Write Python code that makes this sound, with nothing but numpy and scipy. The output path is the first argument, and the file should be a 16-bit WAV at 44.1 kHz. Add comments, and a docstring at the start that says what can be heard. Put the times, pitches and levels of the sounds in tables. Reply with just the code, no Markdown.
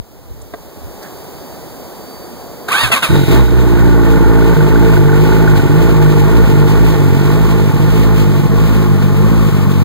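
"""A four-cylinder sportbike on an open gravel lot, heard from the handlebars.
Air noise, handling bumps, clacks and squeaks come first, with an electric whine as the ignition is on.
The starter grinds in bursts: tooth noise plus mesh harmonics. The engine catches, flares and sinks to a
hunting idle: firing-rate harmonics and noise ring the exhaust and casing while the listener walks to its side.
The small recorder limits its peaks; its channels are opposed in the bass, and the hiss differs in each."""
import sys
import numpy as np
from scipy import signal
from scipy.fft import rfft, irfft
from scipy.io import wavfile
from scipy.ndimage import uniform_filter1d, minimum_filter1d

SR = 44100
rng = np.random.default_rng(int(sys.argv[2]) if len(sys.argv) > 2 else 0)


def to_wav(s):
    """Save 16-bit WAV."""
    ch = np.atleast_2d(s).T  # columns
    pcm = np.round(np.clip(ch, -1, 1) * 32767)  # PCM
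    wavfile.write(sys.argv[1], SR, pcm.astype(np.int16))


N = 433944
TIME = np.arange(N) / SR
CUTOFF_HZ = 15600
MID_FIRINGS_PER_S, SURGE_FIRINGS_PER_S = 50.7, 0.97  # the tone changes over this range around mid speed

# starter bursts between compressions: (start [s], length [s], level [dB])
STARTER_BURSTS = [(2.687, 0.018, -21), (2.717, 0.14, -15.5), (2.92, 0.018, -10), (2.96, 0.0083, -16),
                  (3.027, 0.023, -13.5)]
# engine catches, flares and sinks to its idle: (time [s], rate [firings/s])
ENGINE_SPEED = [(3.092, 31.2), (3.16, 51), (3.27, 40.3), (3.38, 67), (3.52, 57.5), (3.59, 63.15),
                (3.69, 58.6), (4.26, 55.8), (4.51, 56.55), (4.57, 50.73), (5.67, 47.31), (6.05, 50.95),
                (7.7, 46.32), (8.4, 48.79), (9.84, 47.27)]


def from_db(db):
    """Decibels to gain."""
    return 10 ** (np.asarray(db) / 20)


def rms_one(x):
    """Scale to unit power."""
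    return x / np.sqrt(np.mean(x ** 2) + 1e-20)


def in_time(rows):
    """Each column of a curve at every sample."""
    s, *columns = np.transpose(rows)
    return [np.interp(TIME, s, column) for column in columns]


def during(rows):
    """One within a curve's span, with short ramps."""
    inside = (TIME > rows[0][0]) & (TIME < rows[-1][0])
    return uniform_filter1d(inside * 1., size=200)


def over_hz(points):
    """A table over log frequency, read at every FFT bin."""
    hz, value = np.transpose(points)
    bin_hz = np.arange(N // 2 + 1) * SR / N
    return np.interp(np.log(bin_hz + 1e-3), np.log(hz), value)


def cut(x, hz, kind, order=2):
    """Butterworth low- or high-pass."""
    return signal.sosfilt(signal.butter(order, hz, kind, fs=SR, output="sos"), x)


def coloured(x, colour):
    """Shape the spectrum of x; unit power."""
    return rms_one(irfft(rfft(x) * from_db(over_hz(colour)), N))


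def white(channels=()):
    """White noise, unrelated in each channel."""
    return rng.standard_normal((channels, N) if channels else N)


def drift(rate_hz):
    """Random wander: straight lines between normal draws, rate_hz draws per second."""
    return np.interp(TIME * rate_hz, np.arange(8192), rng.standard_normal(8192))


def swell(s, length_s):
    """A rounded hump of height one."""
    return np.exp(-np.abs(2 * (TIME - s) / length_s) ** 2.4)


def resonate(x, modes):
    """Parallel two-pole resonances."""
    out = 0
    for hz, width_hz, db in modes:
        r = np.exp(-np.pi * width_hz / SR)
        poles = [1, -2 * r * np.cos(2 * np.pi * hz / SR), r * r]
        gain = from_db(db) * (1 - r * r) / 2
        out = out + gain * signal.lfilter([1, 0, -1], poles, x + 1e-18)
    return out


def evened(x):
    """Near-unit power over every few firings."""
    power = uniform_filter1d(uniform_filter1d(x * x, size=2600), size=2600)
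    return x / np.sqrt(np.maximum(power, 0) + .01 * np.mean(x * x))


def puffs(at, strength_db, spread_db, jitter_s):
    """One impulse per given time, each a little different in size and moment."""
    chance = rng.standard_normal((len(at), 2))
    index = ((at + jitter_s * chance[:, 0]) * SR).astype(int)
    out = np.zeros(N)
    out[np.clip(index, 0, N - 1)] = -from_db(strength_db + spread_db * chance[:, 1])
    return out


def grains(per_s, spread_db):
    """Random tiny metal contacts of uneven size; unit power."""
    return rms_one((rng.random(N) < per_s / SR) * white() * from_db(spread_db * white()))


def direct(x):
    """A near source: a frequency-dependent phase and level turn the channels apart, strongly in the bass."""
    # left channel against the right: (frequency [Hz], phase lead [rad], level [dB])
    left_port = [(45.7, 3, 4), (63.5, 2.72, -3.5), (96, 2.55, 0), (163, 1.63, -2.5), (322, 1.57, -3.5),
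                 (446, 1, 2), (790, 0.73, 1.5), (1300, 0, -1), (1840, 1, -4), (2690, 3, 0), (3650, 1.8, -6),
                 (4600, 0.84, -2), (5500, 4, -5), (6600, 0.5, -8.5)]
    port, spectrum = np.array(left_port), rfft(x)
    half = np.exp(.5j * over_hz(port[:, [0, 1]])) * from_db(over_hz(port[:, [0, 2]]) / 2)
    return irfft([spectrum * half, spectrum / half], N)


def diffuse(pair, cross_delay_s=.000363):
    """Noise differs at the two microphones; each channel subtracts the other, slightly delayed."""
    return (pair - np.roll(pair[::-1], round(cross_delay_s * SR), axis=1)) / np.sqrt(2)


def lot(rumble_db=-41.5):
    """Coloured noise for open air, low noise for puffs of wind and the hand on the recorder."""
    # outdoor air: (time [s], low rush before trim [dB], high hiss before trim [dB])
    air = [(0.0, -45.5, -51), (1.09, -33.5, -40.5), (2.62, -33, -41)]
    # (frequency [Hz], density [dB per Hz])
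    air_colour = [(100, -1), (200, -2), (350, 0), (800, -4), (1300, -10.5), (2400, -13.5), (4000, -37)]
    # (frequency [Hz], density [dB per Hz])
    air_hiss_colour = [(2000, 8.5), (4000, 5.5), (7000, 2.5), (10500, 0), (13500, 6.5), (15500, 7)]
    # low handling bumps: (middle [s], length [s], level [dB])
    bumps = [(0.323, 0.2, -32), (.86, 0.14, -31)]
    # puffs of wind on the microphones: (middle [s], length [s], level [dB])
    buffets = [(8.43, 0.045, -16), (8.514, .04, -21)]

    rush_db, hiss_db = in_time(air)
    rush = cut(cut(white(), 1240, "low"), 140, "high")
    rush = coloured(rush, air_colour) * from_db(rush_db + 1.0)
    hiss = cut(cut(white(channels=2), 2830, "high"), CUTOFF_HZ, "low", order=8)
    hiss = coloured(hiss, air_hiss_colour) * from_db(hiss_db + 0.6)
    handling = from_db(rumble_db) + sum(from_db(db) * swell(s, length_s) for s, length_s, db in bumps)
    rumble = rms_one(cut(cut(white(), 85, "low", order=4), 45, "high")) * handling
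    gusts = sum(from_db(db) * swell(s, length_s) for s, length_s, db in buffets)
    wind = rms_one(cut(cut(white(channels=2), 290, "low", order=4), 90, "high")) * gusts
    return direct(rush + rumble) + diffuse(hiss + wind)


def cockpit():
    """A wavering two-harmonic electric whine, clacks of decaying modes, squeaks of resonant noise."""
    # electric whine with the ignition on: (time [s], pitch [Hz], level [dB])
    whine_curve = [(0, 4730, -69.5), (.9, 4640, -58), (1.2, 4630, -51.5), (1.9, 4600, -53),
                   (2.15, 4600, -44.5), (2.4, 4580, -52), (3.1, 4600, -54)]
    # clacks of the bike's mechanisms: (time [s], relative level [dB])
    clacks = [(.538, -19), (.541, -20.5), (0.545, -21), (1.029, -29), (2.903, -14)]
    # (frequency [Hz], relative level [dB], 60 dB decay [s])
    clack_modes = [(440, -4.5, 0.09), (660, 6.5, 0.025), (1120, 2, 0.023), (1580, -3, 0.019),
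                   (1860, -9, 0.03), (3570, -16, 0.025)]
    # rubs and squeaks in the controls: (middle [s], length [s], frequency [Hz], width [Hz], level [dB])
    squeak_rows = [(0.42, 0.0087, 7000, 2500, -42), (1.031, 0.016, 4400, 900, -40),
                   (1.05, .055, 1580, 300, -38)]

    whine_hz, whine_db = in_time(whine_curve)
    turn = 2 * np.pi * np.cumsum(whine_hz + 14 * drift(120)) / SR
    whine = np.sqrt(2) * (np.sin(turn) + from_db(-15) * np.sin(2 * turn))
    whine = whine * from_db(whine_db + 2 * drift(45))
    clicks = np.zeros(N)
    for s, db in clacks:
        clicks[int(s * SR)] = from_db(db)
    age = TIME[:SR // 8]
    ring = sum(from_db(db - 60 * age / t60_s) * np.sin(2 * np.pi * hz * age)
               for hz, db, t60_s in clack_modes)
    rub, squeaks = white(), 0
    for s, length_s, hz, width_hz, db in squeak_rows:
        tone = rms_one(resonate(rub, [(hz, width_hz, 0)]))
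        squeaks = squeaks + tone * from_db(db) * swell(s, length_s)
    return direct(whine * during(whine_curve) + 0.58 * signal.fftconvolve(clicks, ring)[:N] + squeaks)


def bursts(release_db_per_s, attack_db_per_s=2203):
    """Level [dB] of the starter's load: each stroke sets in fast, holds and falls away."""
    levels = [db - attack_db_per_s * np.maximum(s - TIME, 0)
              - release_db_per_s * np.maximum(TIME - s - length_s, 0)
              for s, length_s, db in STARTER_BURSTS]
    return np.max(levels, axis=0).clip(-200)


def starter(wobble=0.0129, chuff_s=2.835, chuff_db=-13, rough_db=2.0):
    """Gear teeth grind and sing in a stack of harmonics; one cylinder gives a soft first chuff."""
    # (frequency [Hz], density [dB per Hz])
    grind_colour = [(200, -1), (500, -4.5), (800, -1), (1150, 7), (1600, -4), (2200, 2.5), (3000, 0),
                    (3800, -2.5), (5500, -12), (9500, -7.5), (15000, -16)]
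    # starter housing: (frequency [Hz], width [Hz], relative gain [dB])
    housing_modes = [(1160, 47, -2), (1550, 56, 12.5), (3790, 110, 2)]
    # gear mesh spins up, then each compression slows it: (time [s], mesh rate [Hz])
    mesh = [(2.68, 329.6), (2.74, 718), (2.78, 856), (2.82, 952), (2.85, 867), (2.885, 766), (2.915, 680),
            (2.945, 642), (2.975, 536), (3.012, 505.5), (3.022, 730), (3.045, 659), (3.07, 572), (3.1, 602)]
    # housing resonances that the mesh sweeps through: (frequency [Hz], width [Hz], gain [dB])
    mesh_peaks = [(1104, 80, 12), (1523, 98, 14.5), (2630, 200, 11.5)]
    # mesh harmonics from the first up: (level against the load [dB])
    gear_partials = [-13, -7.5, -11, -9, -14]
    # (frequency [Hz], level [dB], 60 dB decay [s])
    gear_ring = [(3820, -32.5, 2.0), (9959, -48, 2.2)]

    contacts = white(channels=2) + 0.15 * grains(per_s=1600, spread_db=4)
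    teeth = coloured(cut(contacts, 81, "high"), grind_colour)
    teeth = rms_one(teeth + 0.76 * resonate(teeth, housing_modes))
    grind = teeth * from_db(bursts(release_db_per_s=240) + rough_db * drift(400))
    # the singing stops sooner than the grinding
    load_db, sing = bursts(release_db_per_s=520), 0
    mesh_hz, = in_time(mesh)
    turn = 2 * np.pi * np.cumsum(mesh_hz * (1 + wobble * drift(500))) / SR
    for k, level_db in enumerate(gear_partials, 1):
        peak_db = sum(db / (1 + (2 * (k * mesh_hz - hz) / width_hz) ** 2) for hz, width_hz, db in mesh_peaks)
        partial = np.sqrt(2) * np.sin(k * turn + .5 * drift(450))
        sing = sing + partial * from_db(load_db + level_db + peak_db + 3.1 * drift(300))
    # struck gears ring on from the start of the last stroke
    since = np.maximum(TIME - STARTER_BURSTS[-1][0], 0)
    ring = sum(np.sin(2 * np.pi * hz * since) * from_db(db - 60 * since / t60_s)
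               for hz, db, t60_s in gear_ring)
    ring = ring * from_db(2.8 * drift(40))
    age = np.maximum(TIME - chuff_s, 0)
    thump = np.sin(2 * np.pi * 65 * age) + np.sin(2 * np.pi * 125 * age)
    chuff = from_db(chuff_db) * np.exp(-age / .04) * thump
    near = cut(grind[0], 1670, "low", order=4) + sing * during(mesh) + chuff + ring
    return direct(near) + diffuse(cut(grind, 2370, "high", order=4))


def firing_rate():
    """Firings per second: the run-up plus the surges of the hunting idle."""
    # surges about twice a second and one sag: (middle [s], length [s], extra rate [firings/s])
    surges = [(4.821, .24, 7.5), (5.38, .36, 6), (5.851, .2, 7), (6.37, .17, 7), (6.83, .26, 6),
              (7.122, .14, -3), (7.471, .4, 6.5), (8.03, .44, 7), (8.72, .33, 6), (9.348, .28, 7.5)]
    return in_time(ENGINE_SPEED)[0] + sum(extra * swell(s, length_s) for s, length_s, extra in surges)


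def exhaust_note(rate, cycle, walk, firing_db, waver_db=1.6, boom_share=0.087):
    """Firing harmonics slide through pipe resonances; the first, the airbox boom, opposes the rest."""
    # (frequency [Hz], harmonic level there [dB], gain over the walk [dB])
    note_colour = [(45, -34, -9), (49.7, -15.5, -3), (54.3, -9, -3), (63, -7.5, -3.5), (74, -8, -3),
                   (98, -12, -1), (109, -17, 2), (136, -11.5, -3.5), (152, -12, -4), (175, -20, 1.5),
                   (207, -29, 10.5), (225, -25, 5), (248.4, -31.5, -4), (281.7, -18.5, -4.5),
                   (285.5, -17.5, -17.5), (311, -25.5, -6.5), (351, -19, -12), (413, -28.5, -14),
                   (450.6, -20.5, -11.5), (482, -42.5, 5), (555, -39.5, 5.5)]
    hz, db, walk_db = np.transpose(note_colour)
    out = 0
    for k in range(1, 11):
        level_db = np.interp(k * rate, hz, db) + walk * np.interp(k * rate, hz, walk_db)
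        level_db = level_db + waver_db * drift(22)
        if k == 1:  # the boom hardly minds a weak firing
            gain = from_db(level_db + boom_share * firing_db)
        else:
            gain = -from_db(level_db + firing_db)
        out = out + np.sqrt(2) * gain * np.cos(2 * np.pi * k * cycle)
    return out


def knocks(at, lead_s=0.003016, hard_db=4):
    """A knock rings the casing once per crank turn, every second firing; a few land hard."""
    # (frequency [Hz], width [Hz], relative gain [dB])
    knock_modes = [(1481, 130, 0)]
    # (time [s], level [dB])
    knock_curve = [(3.1, -31), (3.5, -37.5), (4.4, -31.5), (5.7, -32.5), (6.2, -39.5), (9.8, -44)]
    # (time [s])
    hard_knocks = [4.42, 4.967, 5.092, 5.249, 5.326, 5.477, 5.869]
    at = at[::2] - lead_s
    strength_db = np.zeros(len(at))
    strength_db[[np.argmin(np.abs(at - s)) for s in hard_knocks]] = hard_db
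    blows = puffs(at, strength_db, spread_db=2.4, jitter_s=0.00178)
    ringing = resonate(resonate(blows, knock_modes), knock_modes)
    return rms_one(ringing) * from_db(in_time(knock_curve)[0])


def engine(cylinder_bias=0.63, rasp_decay=1.4, clatter_swing=0.021, hiss_swing=0.14):
    """Each firing sends a puff down the exhaust; valve gear and chain rattle the casing."""
    # effort while catching, a burst, a stumble, a second burst, then coasting: (time [s], level [dB])
    effort = [(3.095, -1), (3.15, 3), (3.25, -4.5), (3.31, 3), (3.385, 3), (3.48, -5), (3.6, -1), (4.2, 1)]
    # weak or missed firings: (time [s], loss [dB])
    misfires = [(3.26, 11), (3.458, 6), (4.19, 11), (4.245, 14), (4.545, 16), (5.617, 13), (5.68, 12),
                (6.455, 21), (7.717, 17), (7.781, 15), (8.419, 12), (8.48, 18), (8.881, 4), (9.505, 15)]
    # layers: (level [dB], gain in a surge [dB], gain over the walk [dB], share of the effort)
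    pipe_layer = (-18.5, 1, -5, 0.2)
    bark_layer = (-23, 2, -6, 0.8)
    clatter_layer = (-24, 0.6, -9, 1.4)
    flank_layer = (-38, 2, 7.5, 2)
    drone_layer = (-27, -1, -1, 3.4)
    # resonances of exhaust (pipe, bark), silencer (drone), casing and fairing (case), engine covers
    # (flank) and small ringing parts (metal): (frequency [Hz], width [Hz], relative gain [dB])
    pipe_modes = [(59, 25, 18.5), (111, 59, -7), (142, 28, 8)]
    bark_modes = [(284, 23, -2.5), (351.5, 44, 2.5), (451.4, 48, 1)]
    drone_modes = [(205, 18, -0.5), (252.4, 10, 4)]
    case_modes = [(545, 38, -1), (671.5, 46, 12.5), (877, 87, 17.5), (1033, 110, 1), (1152, 35, 7),
                  (1390, 90, 8.5), (1766, 57, 6.5)]
    flank_modes = [(1060, 140, 8.5), (1210, 50, -4)]
    metal_modes = [(3510, 55, -6), (3680, 40, 2), (3805, 59, 3), (9850, 300, -15)]
    # hiss of intake and valve gear: (time [s], level before surge and effort [dB])
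    hiss_curve = [(3.1, -29), (3.32, -24.5), (3.48, -33.5), (4.5, -32), (5.0, -30.5), (6.8, -29.5),
                  (9.84, -32.5)]
    # (frequency [Hz], density [dB per Hz])
    hiss_colour = [(2300, -0.5), (3100, -6), (4300, -10), (5500, -16), (7500, -14.5), (10500, -21.5),
                   (13000, -16), (15000, -15.5)]

    start_s = ENGINE_SPEED[0][0]
    rate = firing_rate()
    cycle = np.cumsum(rate * (TIME > start_s)) / SR + .55
    at = TIME[1:][np.diff(np.floor(cycle)) > 0]

    # layer levels follow the speed, the effort and the walk to the side of the bike
    surge = np.tanh((rate - MID_FIRINGS_PER_S) / SURGE_FIRINGS_PER_S)
    effort_db, = in_time(effort)
    walk = np.interp(TIME, [6.18, TIME[-1]], [0, 1])
    pipe_db, bark_db, clatter_db, flank_db, drone_db = (
        db + surge_db * surge + walk_db * walk + share * effort_db
        for db, surge_db, walk_db, share in (pipe_layer, bark_layer, clatter_layer, flank_layer, drone_layer))
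    hiss_db = in_time(hiss_curve)[0] + 0.88 * surge + 0.27 * effort_db

    # a misfire weakens the nearest firing; firings vary by chance, strong and weak ones alternate
    firing = np.floor(cycle + .25).astype(int)
    loss_db = sum(db * (firing == np.round(np.interp(s, TIME, cycle))) for s, db in misfires)
    firing_db = 1.2 * white()[firing] + 0.64 * (-1.) ** firing - loss_db
    firing_db = uniform_filter1d(firing_db, size=150)
    note = exhaust_note(rate, cycle, walk, firing_db) * from_db(effort_db)

    # each firing's departure from the mean makes the pipe ring raggedly
    excess = np.zeros(N)
    bias = cylinder_bias * np.resize([0.88, -1.26, 0.42, -0.62], len(at))
    excess[(at * SR).astype(int)] = bias + rng.standard_normal(len(at))
    # turbulent gas follows each puff and fades toward the next
    gush = np.exp(-rasp_decay * (cycle % 1)) * from_db(-loss_db)
    gas = rms_one(white() * gush)
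    blowdown = 0.34 * rms_one(excess) + gas
    pipe = evened(cut(cut(resonate(blowdown, pipe_modes), 273, "low"), 52.6, "high", order=4))
    bark = evened(cut(cut(resonate(blowdown, bark_modes), 458, "low", order=6), 290, "high"))
    drone = evened(cut(resonate(blowdown, drone_modes), 385, "low"))

    # steady chain rattle and two valve taps per firing
    rattle = 0.79 * grains(per_s=900, spread_db=.5) + 0.87 * white()
    rattle = rattle * (1 + clatter_swing * np.cos(2 * np.pi * cycle))
    taps = puffs(at, 0, spread_db=2.5, jitter_s=0.000783)
    taps = taps + puffs(at + .5 / MID_FIRINGS_PER_S, -1.5, spread_db=3, jitter_s=.0012)
    taps = 0.56 * rms_one(taps)
    clatter = evened(cut(resonate(rattle + taps + .5 * gas, case_modes), 2150, "low", order=4))
    flank = rms_one(cut(resonate(rattle + taps + gas, flank_modes), 1600, "low"))

    # small parts ring as the engine catches, then fade at 17 dB/s against the hiss
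    metal = rms_one(resonate(rattle, metal_modes)) * from_db(-7 - 17 * np.maximum(TIME - start_s, 0))
    fizz = white(channels=2) * (1 + hiss_swing * np.cos(2 * np.pi * (cycle - .2)))
    hiss = coloured(cut(fizz, 2270, "high", order=4), hiss_colour) + metal
    # the hiss swells with surge and effort and flutters at random
    hiss_gain = from_db(hiss_db + 1.76 * drift(35))

    exhaust = note + pipe * from_db(pipe_db) + bark * from_db(bark_db) + drone * from_db(drone_db)
    casing = clatter * from_db(clatter_db + drift(45)) + flank * from_db(flank_db) + knocks(at)
    running = during(ENGINE_SPEED)
    return direct((exhaust + casing) * running) + diffuse(hiss) * running * hiss_gain


def scene():
    """All sources lie close together in front of the two microphones."""
    closing = np.clip((TIME[-1] - TIME) / .012, 0, 1) ** 2
    left, right = (lot() + cockpit() + starter() + engine()) * closing
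    # the balance moves from slightly right to left
    balance_db = np.interp(TIME, [0, 8, 9.84], [-.6, -.3, 1.6])
    pair = np.array([left * from_db(balance_db / 2), right * from_db(-balance_db / 2)])
    # the microphones pass no deep bass
    return cut(pair, 25, "high")


def record(dry):
    """A fast limiter holds the peaks near full scale; a steep low-pass cuts the top."""
    needed = 1 / np.maximum(np.abs(dry), 1)
    gain = uniform_filter1d(minimum_filter1d(needed, size=61), size=61)
    top_cut = signal.ellip(10, .1, 70, CUTOFF_HZ, fs=SR, output="sos")
    return signal.sosfilt(top_cut, dry * gain)


dry = scene()
out = record(dry)
to_wav(out)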